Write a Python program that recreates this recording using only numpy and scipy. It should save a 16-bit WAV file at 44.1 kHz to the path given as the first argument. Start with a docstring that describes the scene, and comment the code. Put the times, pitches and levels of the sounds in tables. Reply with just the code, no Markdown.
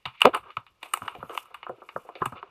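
"""Teaspoon in a plastic cup

Outdoors by a log wall, one microphone: a teaspoon whisks thick sauce in a thin hand-held cup.
Knocks, thumps, rubs and one early creak of the cup wall ring the same short, damped modes.
Wet hiss and low slosh are shaped noise; thin high tones, wavering near-sines, pass for a while.
Behind it all lies a steady, faint bed of air noise; no echo is added."""
import sys
import numpy as np
from scipy import signal
from scipy.fft import rfft, irfft
from scipy.io import wavfile
from scipy.ndimage import uniform_filter1d

SR = 44100
rng = np.random.default_rng(int(sys.argv[2]) if len(sys.argv) > 2 else 0)


def file_out(sig):
    """Save sig as 16-bit WAV at sys.argv[1]."""
    # one column per channel
    cols = np.atleast_2d(sig).T
    # limit, then scale
    lim = np.clip(cols, -1, 1)
    pcm = np.round(lim * 32767).astype(np.int16)
    wavfile.write(sys.argv[1], SR, pcm)


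N = 110250

# Spoon contacts: (time [s], mid ring peak [dB], then relative to it: low ring [dB], upper ring [dB],
# tick [dB]; chatter length [s])
SPOON_KNOCKS = [(0.053, -25, -58, 3.5, -23.5, 0.0021), (0.06, -28.5, -12.5, 0, -18, 0.0011),
                (0.144, -51, -42, -3, -37, 0.001), (0.204, -31.5, -35, 5, -7, 0.0029),
                (0.216, -12.5, -21, 11, -6.5, 0.00093), (0.252, 0.5, -7, -10, -26, 0.0013),
                (0.345, -19, -20, -3, -8.5, 0.002), (0.366, -28.5, -41, -26, -11, 0.0029),
                (0.503, -42, -21.5, 1.5, -34.5, 0.00067), (0.567, -18.5, -22, -4, -33.5, 0.002),
                (0.664, -44, -41, -1.5, -26, 0.00067), (0.828, -32.5, -8.5, 5, -11, 0.0015),
                (0.854, -42.5, -5.5, 2, -18.5, 0.0033), (0.935, -13, -22, -3.5, -1.5, 0.0022),
                (0.971, -27.5, -16.5, -7, -7, 0.0017), (1.018, -25.5, -16, -12.5, -33.5, 0.00099),
                (1.077, -20, -32, -6, -30.5, 0.0027), (1.149, -41, 6, 4, -40, 0.00077),
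                (1.225, -25.5, -6.5, -51, -36, 0.0037), (1.293, -34.5, -0.5, -4, -21, 0.0013),
                (1.301, -38, 4.5, -32, -33, 0.0019), (1.348, -30, -7, -5, -26, 0.0018),
                (1.374, -17, -24, -1.5, -15, 0.0015), (1.454, -44.5, -23.5, -12, -10, 0.0016),
                (1.503, -47, -2.5, -21.5, -25, 0.0027), (1.541, -32, -40, -2.5, -15, 0.0035),
                (1.628, -30.5, -16.5, 1, -50, 0.0019), (1.664, -24.5, -12, -30.5, -52, 0.0018),
                (1.692, -30, 3.5, -36, -25.5, 0.002), (1.776, -58, 11, -14, -33, 0.002),
                (1.815, -36.5, -4, -38, -39, 0.0045), (1.888, -33, -16, -1, -31, 0.0016),
                (1.959, -20.5, -2, -52, -48, 0.0036), (2.048, -52.5, 10, -13, -19.5, 0.0012),
                (2.087, -33, -1, -18, -31.5, 0.0043), (2.152, -41.5, 5.5, 8.5, -40, 0.0013),
                (2.217, -13.5, -10, -33, -51, 0.0026), (2.254, -16, -18.5, -12, -11, 0.0054),
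                (2.32, -31.5, -9.5, -16.5, -24, 0.0022), (2.426, -25.5, -14, -16.5, -57, 0.0018)]
# Soft low thumps of sauce against the wall: (time [s], peak level [dB])
SAUCE_THUMPS = [(0.05, -41.5), (0.566, -39), (1.011, -39), (1.177, -43.5), (1.229, -38), (1.685, -43),
                (1.951, -40), (2.209, -29), (2.256, -33), (2.317, -39)]
# Modes of the cup: (frequency [Hz], level within its group before spread [dB], 60 dB decay time [s])
CUP_MODES = [(121.9, -11, 0.053), (259, -11.5, 0.023), (368, -4.5, 0.029), (505, -1.5, 0.022),
             (730, -5, .025), (994, 0.5, 0.0083), (1283, 0, 0.014), (1644, -9.5, 0.005),
             (2374, 15.5, 0.0049), (2915, 9, .014), (3512, 4, 0.0072), (4712, -6.5, 0.0038),
             (8055, 1.5, 0.0019), (9810, 2, 0.0014), (13820, 2, 0.001)]
# Group of each mode: (0 thump, 1 low ring, 2 mid ring, 3 upper ring, 4 tick [index])
MODE_GROUPS = [0, 0, 1, 1, 1, 2, 2, 2, 3, 3, 3, 3, 4, 4, 4]
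# Range each group is kept to: (lower edge [Hz], upper edge [Hz])
GROUP_RANGES = [(50, 320), (250, 900), (700, 1900), (1600, 5200), (6000, 15500)]
# Drag through the sauce: (time [s], dull rub level [dB], bright rub level [dB])
DRAG_LEVELS = [(0, -78.5, -73), (.72, -77.5, -83), (1.1, -60.5, -61), (1.75, -64, -70), (2.5, -62, -67)]
# Swishes along the wall: (time [s], length [s], dull rub level [dB], bright rub level [dB])
WALL_SWISHES = [(0.133, 0.16, -93, -56.5), (0.331, 0.032, -27, -38), (0.428, 0.072, -52, -63.5),
                (0.81, 0.17, -62.5, -66), (1.019, 0.1, -50.5, -61), (1.178, 0.15, -60.5, -92),
                (1.293, 0.065, -44.5, -58), (1.682, 0.016, -47, -84), (1.973, 0.017, -75, -79.5),
                (2.154, 0.019, -64, -64), (2.201, 0.031, -44, -55), (2.351, 0.04, -48, -54)]
# Wet hiss, course before its flutter: (time [s], level [dB])
WET_HISS_LEVELS = [(.8, -86), (.86, -64), (.9, -73), (.98, -62.5), (1.1, -73.5), (1.28, -77.5), (1.39, -51),
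                   (1.48, -86), (1.8, -83.5), (1.97, -70), (2.15, -84), (2.27, -65.5), (2.4, -92.5)]
# Wet hiss, spectrum shape: (frequency [Hz], level per Hz [dB])
WET_HISS_SPECTRUM = [(2650, -42), (4500, -4.5), (12800, 1), (15900, -16), (16500, -27)]
# Creak of the cup wall: (time [s], slip rate before jitter [1/s], slip strength [dB])
CREAK_SLIPS = [(.242, 420, -36), (.248, 160, -11), (.257, 240, -15.5), (.27, 250, -9.5), (.28, 255, -20.5),
               (.292, 330, -26.5), (.298, 340, -55)]
# Creak push into thump, low, mid and upper modes: (strength added [dB])
CREAK_GROUP_PUSH = [0, 3.3, -8.5, -25.5]
# Thin tones, one glide each: (time [s], frequency before smoothing and wobble [Hz])
TONE_GLIDES = [
    [(.88, 8400), (.905, 8100), (.93, 8900), (.97, 8500), (1.0, 8150), (1.02, 9300), (1.075, 8500),
     (1.09, 8800), (1.12, 8200)],
    [(.98, 11600), (1.03, 12600), (1.1, 10900), (1.16, 12150), (1.32, 10700)],
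    [(1.25, 13700), (1.36, 12300)],
    [(.87, 12300), (.92, 13200), (1.04, 14100), (1.1, 13400)],
    [(1.25, 8600), (1.34, 8200)],
    [(1.26, 6800), (1.33, 6300)],
]
# Height of each thin tone before flicker: (level [dB])
TONE_LEVELS = [-67, -73, -72, -77, -74, -76]
# Air noise, spectrum shape: (frequency [Hz], level per Hz [dB])
AIR_SPECTRUM = [(18, -30.5), (30, 0), (3660, -17), (5300, -21), (16500, -47.5)]

MODE_SPREAD_DB = 2  # chance in each mode's strength, contact by contact
THUMP_S = 0.01
RISE_S, RISE_SHARE = 0.0014, 0.25  # chatter swell: fixed part, plus a share of its length
CHATTER_SPIKE_DB = 4.0
SMEAR_DB, SMEAR_S = -14.5, 0.023  # drag after a contact: strength at a 0 dB peak, decay
SMEAR_LOSS_DB = 0.45  # hard contacts smear less: dB lost per dB of peak
RUB_PER_S, RUB_SPIKE_DB, RUB_PATCHY_DB = 3800, 1.5, 2.5
LOW_RUB_DB = -8.5  # low ring relative to the mid ring
SWISH_RISE_S, SWISH_FALL_S = 0.012, 0.013
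HISS_FLUTTER_DB = 3.3
SLOSH_HZ, SLOSH_DB, SLOSH_LUMPY_DB = 160, -76.5, 8.5  # upper edge, level before lumps, lumps
CREAK_JITTER = 0.057  # share of the slip rate
TONE_WOBBLE, TONE_FLICKER_DB, TONE_FADE_S = 0.005, 3.5, 0.0057  # wobble: share of the frequency
AIR_DB = -74
CUTOFF_HZ = 16300


def amp(db):
    """Decibels to amplitude."""
    return 10 ** (np.asarray(db) / 20)


def rms_one(x):
    """Scale to an rms of 1."""
    return x / np.sqrt(np.mean(x ** 2) + 1e-20)


def in_time(rows):
    """Straight lines through the columns of a table whose first column is time."""
    s, *columns = np.transpose(rows)
    return [np.interp(np.arange(N) / SR, s, column) for column in columns]


def drift(rate_hz):
    """Slow chance of rms 1: noise through two equal one-pole low-passes."""
    r = np.exp(-2 * np.pi * rate_hz / SR)
    noise = rng.standard_normal(N + SR)
    return rms_one(signal.lfilter([1], [1, -2 * r, r * r], noise)[SR:])  # first second: settling


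def coloured(points):
    """Steady noise of rms 1, its spectrum interpolated over log frequency."""
    hz, db = np.transpose(points)
    f = np.maximum(np.arange(N // 2 + 1) * SR / N, 1)
    gain = amp(np.interp(np.log(f), np.log(hz), db))
    return rms_one(irfft(rfft(rng.standard_normal(N)) * gain, N))


def spiky(shape, spike_db):
    """Grains of random sign, with exponentially spread decibels for the odd strong one."""
    return amp(spike_db * np.minimum(rng.exponential(1, shape), 5)) * rng.choice([-1, 1], shape)


def knocks():
    """Spoon knocks ring the upper four groups, sauce thumps the lowest; each to its own peak."""
    s, db, low, upper, tick, length = np.transpose(SPOON_KNOCKS)
    thump_s, thump_db = np.transpose(SAUCE_THUMPS)
    hit = contact(length[:, None], db)
    thud = contact(np.full((len(SAUCE_THUMPS), 1), THUMP_S), thump_db)
    parts = [(thump_s, thump_db, thud)]
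    parts += [(s, db + part, hit) for part in (low, 0, upper, tick)]
    out = np.zeros(N)
    for group, (start, level, push) in enumerate(parts):
        rung = cup(group, push, MODE_SPREAD_DB)
        rung = rung * amp(level)[:, None] / np.abs(rung).max(axis=1, keepdims=True)
        at = (start[:, None] * SR).astype(int) + np.arange(push.shape[1])
        out += np.bincount(at.ravel(), rung.ravel(), N + SR)[:N]
    return out


def contact(length, peak_db):
    """A chatter of tiny impacts swells and dies, then drags on as a smear; one row per contact."""
    t, rise = np.arange(SR // 6) / SR, RISE_S + RISE_SHARE * length
    grains = spiky((len(length), len(t)), CHATTER_SPIKE_DB)
    chatter = grains * (t / rise).clip(0, 1) ** 2 * np.exp(-np.maximum(t - rise, 0) / length)
    chatter = chatter / np.linalg.norm(chatter, axis=1, keepdims=True)
    smear = grains / grains.std() * np.exp(-t / SMEAR_S) / np.sqrt(SMEAR_S * SR) * (t > rise)
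    return chatter + amp(SMEAR_DB - SMEAR_LOSS_DB * peak_db[:, None]) * smear


def cup(group, push, spread_db=0):
    """A push rings one group of damped cup modes, kept to its range; rows are separate contacts."""
    out = 0
    for k, (mode_group, (hz, db, t60)) in enumerate(zip(MODE_GROUPS, CUP_MODES)):
        if mode_group == group:
            strength = amp(db + rng.normal(0, spread_db, push.shape[:-1] + (1,)))
            out = out + strength * (-1) ** k * ring(push, hz, t60)  # signs alternate
    band = signal.butter(2, GROUP_RANGES[group], "band", fs=SR, output="sos")
    return signal.sosfilt(band, out)


def ring(clicks, hz, t60):
    """A two-pole resonance: a unit click starts a decaying sine of height 1."""
    r, w = amp(-60 / (t60 * SR)), 2 * np.pi * hz / SR
    return signal.lfilter([0, np.sin(w)], [1, -2 * r * np.cos(w), r * r], clicks + 1e-18)


def stirring():
    """The spoon rubs the cup wall, harder in each swish; the sauce hisses wetly and sloshes low."""
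    dull, bright = amp(in_time(DRAG_LEVELS))
    t = np.arange(N) / SR
    for s, length, dull_db, bright_db in WALL_SWISHES:
        rise = np.clip((t - s) / SWISH_RISE_S, 0, 1)
        swish = rise * np.exp(-np.maximum(t - s - length, 0) / SWISH_FALL_S)
        dull = dull + amp(dull_db) * swish
        bright = bright + amp(bright_db) * swish
    dull_rub = dull * (rub(group=2) + amp(LOW_RUB_DB) * rub(group=1))
    return dull_rub + bright * rub(group=3) + wet_hiss() + slosh()


def rub(group):
    """Dense, patchy grains on the cup wall ring one group; rms 1."""
    landed = rng.random(N) < RUB_PER_S / SR
    return rms_one(cup(group, spiky(N, RUB_SPIKE_DB) * landed * amp(RUB_PATCHY_DB * drift(36.0))))


def wet_hiss():
    """Coloured noise swells and flutters, as wet sauce hisses."""
    return amp(in_time(WET_HISS_LEVELS)[0] + HISS_FLUTTER_DB * drift(40.0)) * coloured(WET_HISS_SPECTRUM)


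def slosh():
    """Low band noise moves in slow lumps, as thick sauce sloshes."""
    band = signal.butter(2, [40, SLOSH_HZ], "band", fs=SR, output="sos")
    low_noise = rms_one(signal.sosfilt(band, rng.standard_normal(N)))
    return amp(SLOSH_DB + SLOSH_LUMPY_DB * drift(2.0)) * low_noise


def creak():
    """Under the spoon the wall sticks and slips; each uneven slip rings all groups but the tick."""
    rate, db = in_time(CREAK_SLIPS)
    n = np.arange(N)
    on = (n > CREAK_SLIPS[0][0] * SR) & (n < CREAK_SLIPS[-1][0] * SR)
    turns = np.cumsum(on * rate * (1 + CREAK_JITTER * drift(170.0)) / SR)
    slips = np.diff(np.floor(turns), prepend=0) > 0  # one slip per whole turn
    return sum(cup(group, slips * amp(db + part)) for group, part in enumerate(CREAK_GROUP_PUSH))


def tones():
    """Faint near-sines glide, waver in frequency and flicker in level over the stirring."""
    out, t = np.zeros(N), np.arange(N) / SR
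    for rows, db in zip(TONE_GLIDES, TONE_LEVELS):
        glide = uniform_filter1d(in_time(rows)[0], size=SR // 80)
        hz = glide * (1 + TONE_WOBBLE * drift(56.0))
        gate = np.clip(np.minimum(t - rows[0][0], rows[-1][0] - t) / TONE_FADE_S, 0, 1)
        level = amp(db + TONE_FLICKER_DB * drift(23.0))
        out += gate * level * np.sin(2 * np.pi * np.cumsum(hz) / SR)
    return out


def air():
    """The bed behind the cup: steady noise, mostly low."""
    return amp(AIR_DB) * coloured(AIR_SPECTRUM)


def scene():
    """The cup and spoon over the air, summed to one channel."""
    return (knocks() + stirring() + creak() + tones() + air())[None]


def record(dry):
    """The microphone chain: peaks clip at full scale, then a steep low-pass cuts the top."""
    top_cut = signal.cheby2(12, 70, CUTOFF_HZ, fs=SR, output="sos")
    return signal.sosfilt(top_cut, np.clip(dry, -1, 1))


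dry = scene()
out = record(dry)
file_out(out)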